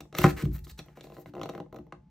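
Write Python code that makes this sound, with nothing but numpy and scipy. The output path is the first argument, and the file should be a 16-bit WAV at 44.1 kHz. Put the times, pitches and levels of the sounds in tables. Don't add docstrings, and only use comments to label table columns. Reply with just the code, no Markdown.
import sys
import numpy as np
from scipy import signal
from scipy.fft import rfft, irfft, next_fast_len
from scipy.io import wavfile
from scipy.ndimage import map_coordinates

SR = 44100
rng = np.random.default_rng(int(sys.argv[2]) if len(sys.argv) > 2 else 0)


def dump(signal):
    limited = np.clip(np.atleast_2d(signal).T, -1, 1)
    pcm = np.round(limited * 32767).astype(np.int16)
    wavfile.write(sys.argv[1], SR, pcm)


N = 92610

# start_s, table_db, box_db, crack_db, sway_db
DROP_HITS = [(0.241, -17.5, -20.5, -15.5, -33), (.2478, -14.5, -25.5, -44, -27),
             (.2525, -38.5, -25.5, -36.5, -44.5), (.2600, -27.5, -31, -28.5, -48),
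             (.2650, -48.5, -37, -31, -57.5)]
# freq_hz, level_db
CRACK_EQ = [(150, -32), (600, -18), (790, 3), (900, -8.5), (1080, 8.5), (1500, 10), (1750, -10),
            (2100, -0.5), (2700, -14.5), (4500, -19), (8000, -19), (16000, -30.5)]
# pitch_hz, level_db, t60_s
BOX_MODES = [(222.2, -5.5, 0.13), (297.6, -3.5, 0.18), (355.7, 1, 0.15), (415, -4.5, .05),
             (470.2, 1, 0.097), (511, -2.5, .08), (558.6, -4.5, 0.11), (621, -4.5, 0.091),
             (671.5, -2, 0.12), (778, -2, 0.098), (1010, -4, .035), (1161, -11.5, 0.025), (1400, -21, .045)]
TABLE_MODES = [(112.6, -1.5, 0.13), (146.9, 6.5, .15), (177.4, 7, 0.12), (188, -9.5, 0.38)]

def box_drop():
    out = np.zeros(N)
    knock, boom = ring(TABLE_MODES, rise_s=.001, varied=False), table_sway()
    for start_s, table_db, box_db, crack_db, sway_db in DROP_HITS:
        add(out, start_s, amp(crack_db) * burst(CRACK_EQ, decay_s=.0031, grit=2.9))
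        add(out, start_s, amp(box_db) * ring(BOX_MODES, rise_s=.00056))
        add(out, start_s, amp(table_db) * knock)
        add(out, start_s, amp(sway_db) * boom)
    return out

# start_s, box_db, snap_db, tick_db, fizz_db
NAIL_PICKS = [(0.0066, -51.5, -51, -49.5, -59), (0.0535, -60, -64, -79, -78),
              (0.1268, -50, -53.5, -56, -75.5), (0.144, -46.5, -63.5, -55, -71.5),
              (0.15, -44, -35.5, -40, -51.5), (0.1855, -40, -33, -29.5, -29.5),
              (0.1864, -31.5, -39.5, -45.5, -38.5), (0.2173, -41, -33, -50.5, -35.5),
              (0.4541, -50.5, -48, -63, -53.5), (0.5813, -68.5, -64.5, -60, -59),
              (0.5902, -78, -79, -61.5, -53), (0.6695, -60, -53, -71, -65),
              (0.6963, -63, -73, -55.5, -56.5), (0.7906, -49.5, -77, -40.5, -65.5),
              (0.8609, -60.5, -73, -78.5, -66), (0.8847, -56.5, -58.5, -77, -79),
              (0.9718, -48.5, -56.5, -60.5, -66.5), (1.009, -52.5, -62.5, -49, -73),
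              (1.0408, -50, -68, -54.5, -68), (1.0689, -51.5, -73, -60.5, -74.5),
              (1.0991, -51, -62, -66, -72), (1.1211, -48.5, -59.5, -64, -73.5),
              (1.1674, -49, -55, -65, -72.5), (1.1838, -45.5, -61, -108, -64),
              (1.217, -59.5, -74, -80, -62.5), (1.2593, -51.5, -49.5, -64, -71.5),
              (1.337, -45, -54.5, -64, -74), (1.3517, -43.5, -53.5, -59, -71.5),
              (1.3663, -41, -50.5, -76, -69), (1.3797, -41.5, -53.5, -67.5, -78),
              (1.3953, -41.5, -56.5, -59, -76.5), (1.4144, -39.5, -37, -50, -62.5),
              (1.4328, -38, -44.5, -43, -59), (1.4574, -38.5, -45, -53, -59.5),
              (1.4911, -49, -40, -50, -56.5), (1.4953, -37.5, -64, -47.5, -73.5),
              (1.5362, -47.5, -55.5, -73, -65.5), (1.5505, -40.5, -45.5, -56.5, -70.5),
              (1.5782, -42, -47, -64, -65.5), (1.6012, -39, -49, -59.5, -74),
              (1.661, -57.5, -68, -91, -100), (1.7266, -45.5, -54.5, -64, -67),
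              (1.7443, -45.5, -57.5, -66, -64.5), (1.761, -50, -67, -57.5, -67.5),
              (1.7648, -46.5, -53, -69, -67), (1.7868, -51, -58, -70, -70),
              (1.8668, -59.5, -71, -79.5, -78), (1.9237, -46, -41.5, -58, -88)]
# freq_hz, level_db
SNAP_EQ = [(200, -10.5), (600, -4.5), (920, -4), (1180, 6.5), (1500, -0.5), (1760, -7), (2080, 1.5),
           (2480, -21.5), (2720, -6), (3050, -10), (5000, -33), (16000, -54.5)]
TICK_EQ = [(500, -15), (2000, -3), (2750, 4.5), (3000, -5), (3500, 1), (4300, 2), (4750, -14.5),
           (5500, -3.5), (8000, -11), (11000, -10), (16000, -42)]
FIZZ_EQ = [(2000, -33.5), (7000, -7), (10000, -4), (13500, 6), (16000, -3)]

def nail_picking():
    out = np.zeros(N)
    for start_s, box_db, snap_db, tick_db, fizz_db in NAIL_PICKS:
        add(out, start_s, amp(snap_db) * burst(SNAP_EQ, decay_s=.0013))
        add(out, start_s, amp(tick_db) * burst(TICK_EQ, decay_s=.0032))
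        add(out, start_s, amp(fizz_db) * burst(FIZZ_EQ, decay_s=.0032))
        add(out, start_s, amp(box_db) * ring(BOX_MODES, rise_s=.00024))
        add(out, start_s, amp(box_db - 7.5) * ring(TABLE_MODES, rise_s=.0028))
    return out

# start_s, table_db, box_db, sway_db
GRIP_BUMPS = [(.008, -51, -50.5, -51.5), (.189, -35, -39, -31.5), (0.2, -44, -39.5, -57),
              (.325, -41, -46.5, -32), (0.424, -40, -36.5, -50), (0.4363, -23.5, -39.5, -26.5),
              (0.466, -37.5, -40, -41), (.487, -32.5, -62, -27), (.523, -35.5, -63, -29),
              (0.545, -40.5, -85, -37.5), (.612, -49.5, -83, -37.5), (0.661, -56.5, -59, -64),
              (0.71, -71.5, -87, -41.5), (.790, -46.5, -53, -48), (1.268, -47.5, -52.5, -59),
              (1.297, -74, -53.5, -72), (1.791, -49.5, -46.5, -49.5), (1.974, -60, -76.5, -56.5)]

def fingertip_bumps(rise_s=.0059):
    out = np.zeros(N)
    thud, boom = ring(TABLE_MODES, rise_s, cutoff_hz=169.4, varied=False), table_sway()
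    for start_s, table_db, box_db, sway_db in GRIP_BUMPS:
        add(out, start_s, amp(box_db) * ring(BOX_MODES, rise_s, cutoff_hz=378))
        add(out, start_s, amp(table_db) * thud)
        add(out, start_s, amp(sway_db) * boom)
    return out

# pitch_hz, level_db, t60_s
SWAY_MODES = [(47.5, -10, 0.083), (65.55, -1, 0.19)]

def table_sway():
    boom = ring(SWAY_MODES, rise_s=.011, varied=False)
    return boom / np.abs(boom).max()

# start_s, length_s, rub_db, hiss_db
SKIN_SLIDES = [(.004, 0.004, -49.5, -51.5), (.160, 0.037, -45, -47.5), (0.179, 0.009, -54, -43),
               (0.193, 0.045, -43.5, -42), (0.23, 0.038, -32.5, -43.5), (0.274, 0.038, -41, -46.5),
               (0.292, 0.01, -57.5, -61), (0.362, 0.066, -43.5, -49.5), (0.438, 0.022, -60, -59),
               (0.508, 0.034, -65, -66), (0.54, .028, -55, -58), (0.637, 0.017, -68, -55),
               (0.668, 0.031, -67, -59), (0.693, 0.023, -60, -54.5), (0.774, 0.018, -55.5, -54),
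               (0.793, 0.011, -52.5, -62), (.83, 0.11, -71.5, -79), (0.95, 0.053, -62.5, -70.5),
               (1.024, 0.033, -64.5, -63), (1.052, 0.097, -71, -72), (1.131, 0.098, -70, -68.5),
               (1.255, 0.042, -65.5, -69), (1.351, 0.24, -67.5, -76.5)]
# start_s, length_s, level_db
COATING_BRUSHES = [(0.283, 0.014, -46), (0.526, 0.041, -51.5), (0.687, 0.017, -64), (1.189, 0.028, -60.5)]
# freq_hz, level_db
RUB_EQ = [(80, -28), (350, 10), (800, -2), (1400, 4), (2100, 2), (2800, -2.5), (4200, -19), (6000, -20),
          (16000, -49.5)]
HISS_EQ = [(500, -26), (2000, -23.5), (4000, 6), (4900, 1), (6500, 0), (8000, 3), (11000, 1), (14000, 2.5),
           (16000, -9.5)]

def finger_slides(grain_db=1, grains_per_s=450):
    rub, hiss = sum(amp([[rub_db], [hiss_db]]) * stroke(start_s, length_s)
                    for start_s, length_s, rub_db, hiss_db in SKIN_SLIDES)
    brush = sum(amp(db) * stroke(start_s, length_s) for start_s, length_s, db in COATING_BRUSHES)
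    slips = map_coordinates(rng.standard_normal(N // 8), [np.arange(N) / SR * grains_per_s])
    grain = unit_rms(amp(grain_db * slips))
    return grain * (rub * noise(RUB_EQ) + hiss * noise(HISS_EQ)) + brush * noise(FIZZ_EQ)

def stroke(start_s, length_s, rise_s=.01, fall_s=.0046):
    t = np.arange(N) / SR - start_s
    landing = np.clip(t / min(rise_s, length_s / 2), 0, 1)
    return landing * np.exp(-np.maximum(t - length_s, 0) / fall_s)

# freq_hz, t60_s
REVERB_DECAY = [(60, 0.99), (300, 0.33), (1000, 0.18), (4000, 0.18), (9000, 0.42), (16000, 0.29)]
# freq_hz, level_db
SEND_EQ = [(60, -15), (150, -23.5), (300, -18), (1000, -7), (4000, -7.5), (16000, -17.5)]
SIDE_EQ = [(60, -20), (150, -12), (400, 4.5), (1500, -3.5), (5000, 3), (10000, -8.5), (16000, -5)]

def room_reverb(x):
    hz, t, spectra = signal.stft(rng.standard_normal((2, SR // 2)), SR, nperseg=256)
    decay = amp(-60 * t / curve(REVERB_DECAY, hz)[:, None])
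    tail = signal.istft(spectra * decay, SR, nperseg=256)[1]
    tail = np.pad(tail / np.linalg.norm(tail[0]), ((0, 0), (SR // 250, 0)))
    mid, side = signal.fftconvolve(equalise(x, SEND_EQ)[None], tail, axes=1)[:, :N]
    side = equalise(side, SIDE_EQ)
    return np.array([mid + side, mid - side])

# freq_hz, level_db
AIR_EQ = [(20, -20.5), (35, -1), (52, 4.5), (90, -9), (150, 7), (220, -4), (400, -23), (1000, -31),
          (3000, -39.5), (8000, -50.5), (16000, -62.5)]

def room_tone(air_db=-59, hum_db=-75.5, hum_hz=858):
    return amp(air_db) * noise(AIR_EQ) + amp(hum_db) * np.sin(2 * np.pi * hum_hz * np.arange(N) / SR)

def burst(eq, decay_s, grit=.51, size=2048):
    force = grit * rng.standard_normal(size) * np.exp(-np.arange(size) / SR / decay_s)
    force[0] += 1
    cepstrum = irfft(np.log(amp(curve(eq, np.fft.rfftfreq(size, 1 / SR)))))
    cepstrum[1:size // 2] *= 2
    cepstrum[size // 2 + 1:] = 0
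    click = irfft(rfft(force) * np.exp(rfft(cepstrum)))
    return click / np.linalg.norm(click) * np.sqrt(.005 * SR)

def ring(modes, rise_s, cutoff_hz=None, varied=True):
    hz, db, t60 = np.transpose(modes)[:, :, None]
    t = np.arange(int(SR * t60.max())) / SR
    gain = amp(db)
    if varied:
        gain = gain * amp(rng.normal(0, 2, hz.shape)) * rng.choice([-1, 1], hz.shape)
        hz = hz * rng.normal(1, .012, hz.shape)
    if cutoff_hz:
        gain = gain / (1 + (hz / cutoff_hz) ** 10)
    partials = gain * np.exp(-np.log(1000) * t / t60) * np.sin(2 * np.pi * hz * t)
    body = partials.sum(0) * (1 - np.exp(-t / rise_s))
    return body / np.sqrt(np.mean(body[t < .015] ** 2))

def amp(db):
    return 10 ** (np.asarray(db) / 20)

def unit_rms(x):
    return x / np.sqrt(np.mean(x ** 2) + 1e-20)

def curve(points, hz):
    freqs, values = np.transpose(points)
    return np.interp(np.log(hz + 1), np.log(freqs + 1), values)

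def filtered(x, response):
    size = next_fast_len(N + SR // 2)
    return irfft(rfft(x, size) * response(np.fft.rfftfreq(size, 1 / SR)), size)[..., :N]

def equalise(x, eq):
    return filtered(x, lambda hz: amp(curve(eq, hz)))

def noise(eq):
    return unit_rms(equalise(rng.standard_normal(N), eq))

def add(track, start_s, sound):
    i = max(0, round(start_s * SR))
    track[i:i + len(sound)] += sound[:max(0, N - i)]

def scene(slide_side_db=-21):
    close = box_drop() + nail_picking() + fingertip_bumps() + finger_slides() + room_tone()
    return close + room_reverb(close) + amp(slide_side_db) * np.array([[1], [-1]]) * finger_slides()

# freq_hz, phase_rad
LEFT_LEAD = [(100, 0), (350, -.1), (900, -.33), (2000, .1), (4200, .55), (5600, .25), (7500, 1.7),
             (9400, 3.0), (11000, 3.25), (14500, 6.28)]
# freq_hz, level_db
LEFT_BALANCE = [(100, 0), (300, 1.3), (520, 2.5), (780, 0), (1100, 1), (4000, -.3), (4600, -1.5),
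                (5500, .6), (16000, .2)]

def record(dry, low_cut_hz=38, high_cut_hz=15900):
    def ports(hz):
        sides = np.array([[.5], [-.5]])
        balance = amp(sides * curve(LEFT_BALANCE, hz))
        phase = np.exp(1j * sides * curve(LEFT_LEAD, hz))
        return balance * phase / (1 + (hz / high_cut_hz) ** 200)
    low_cut = signal.butter(4, low_cut_hz, "high", fs=SR, output="sos")
    return filtered(signal.sosfilt(low_cut, dry), ports)

dry = scene()
out = record(dry)
dump(out)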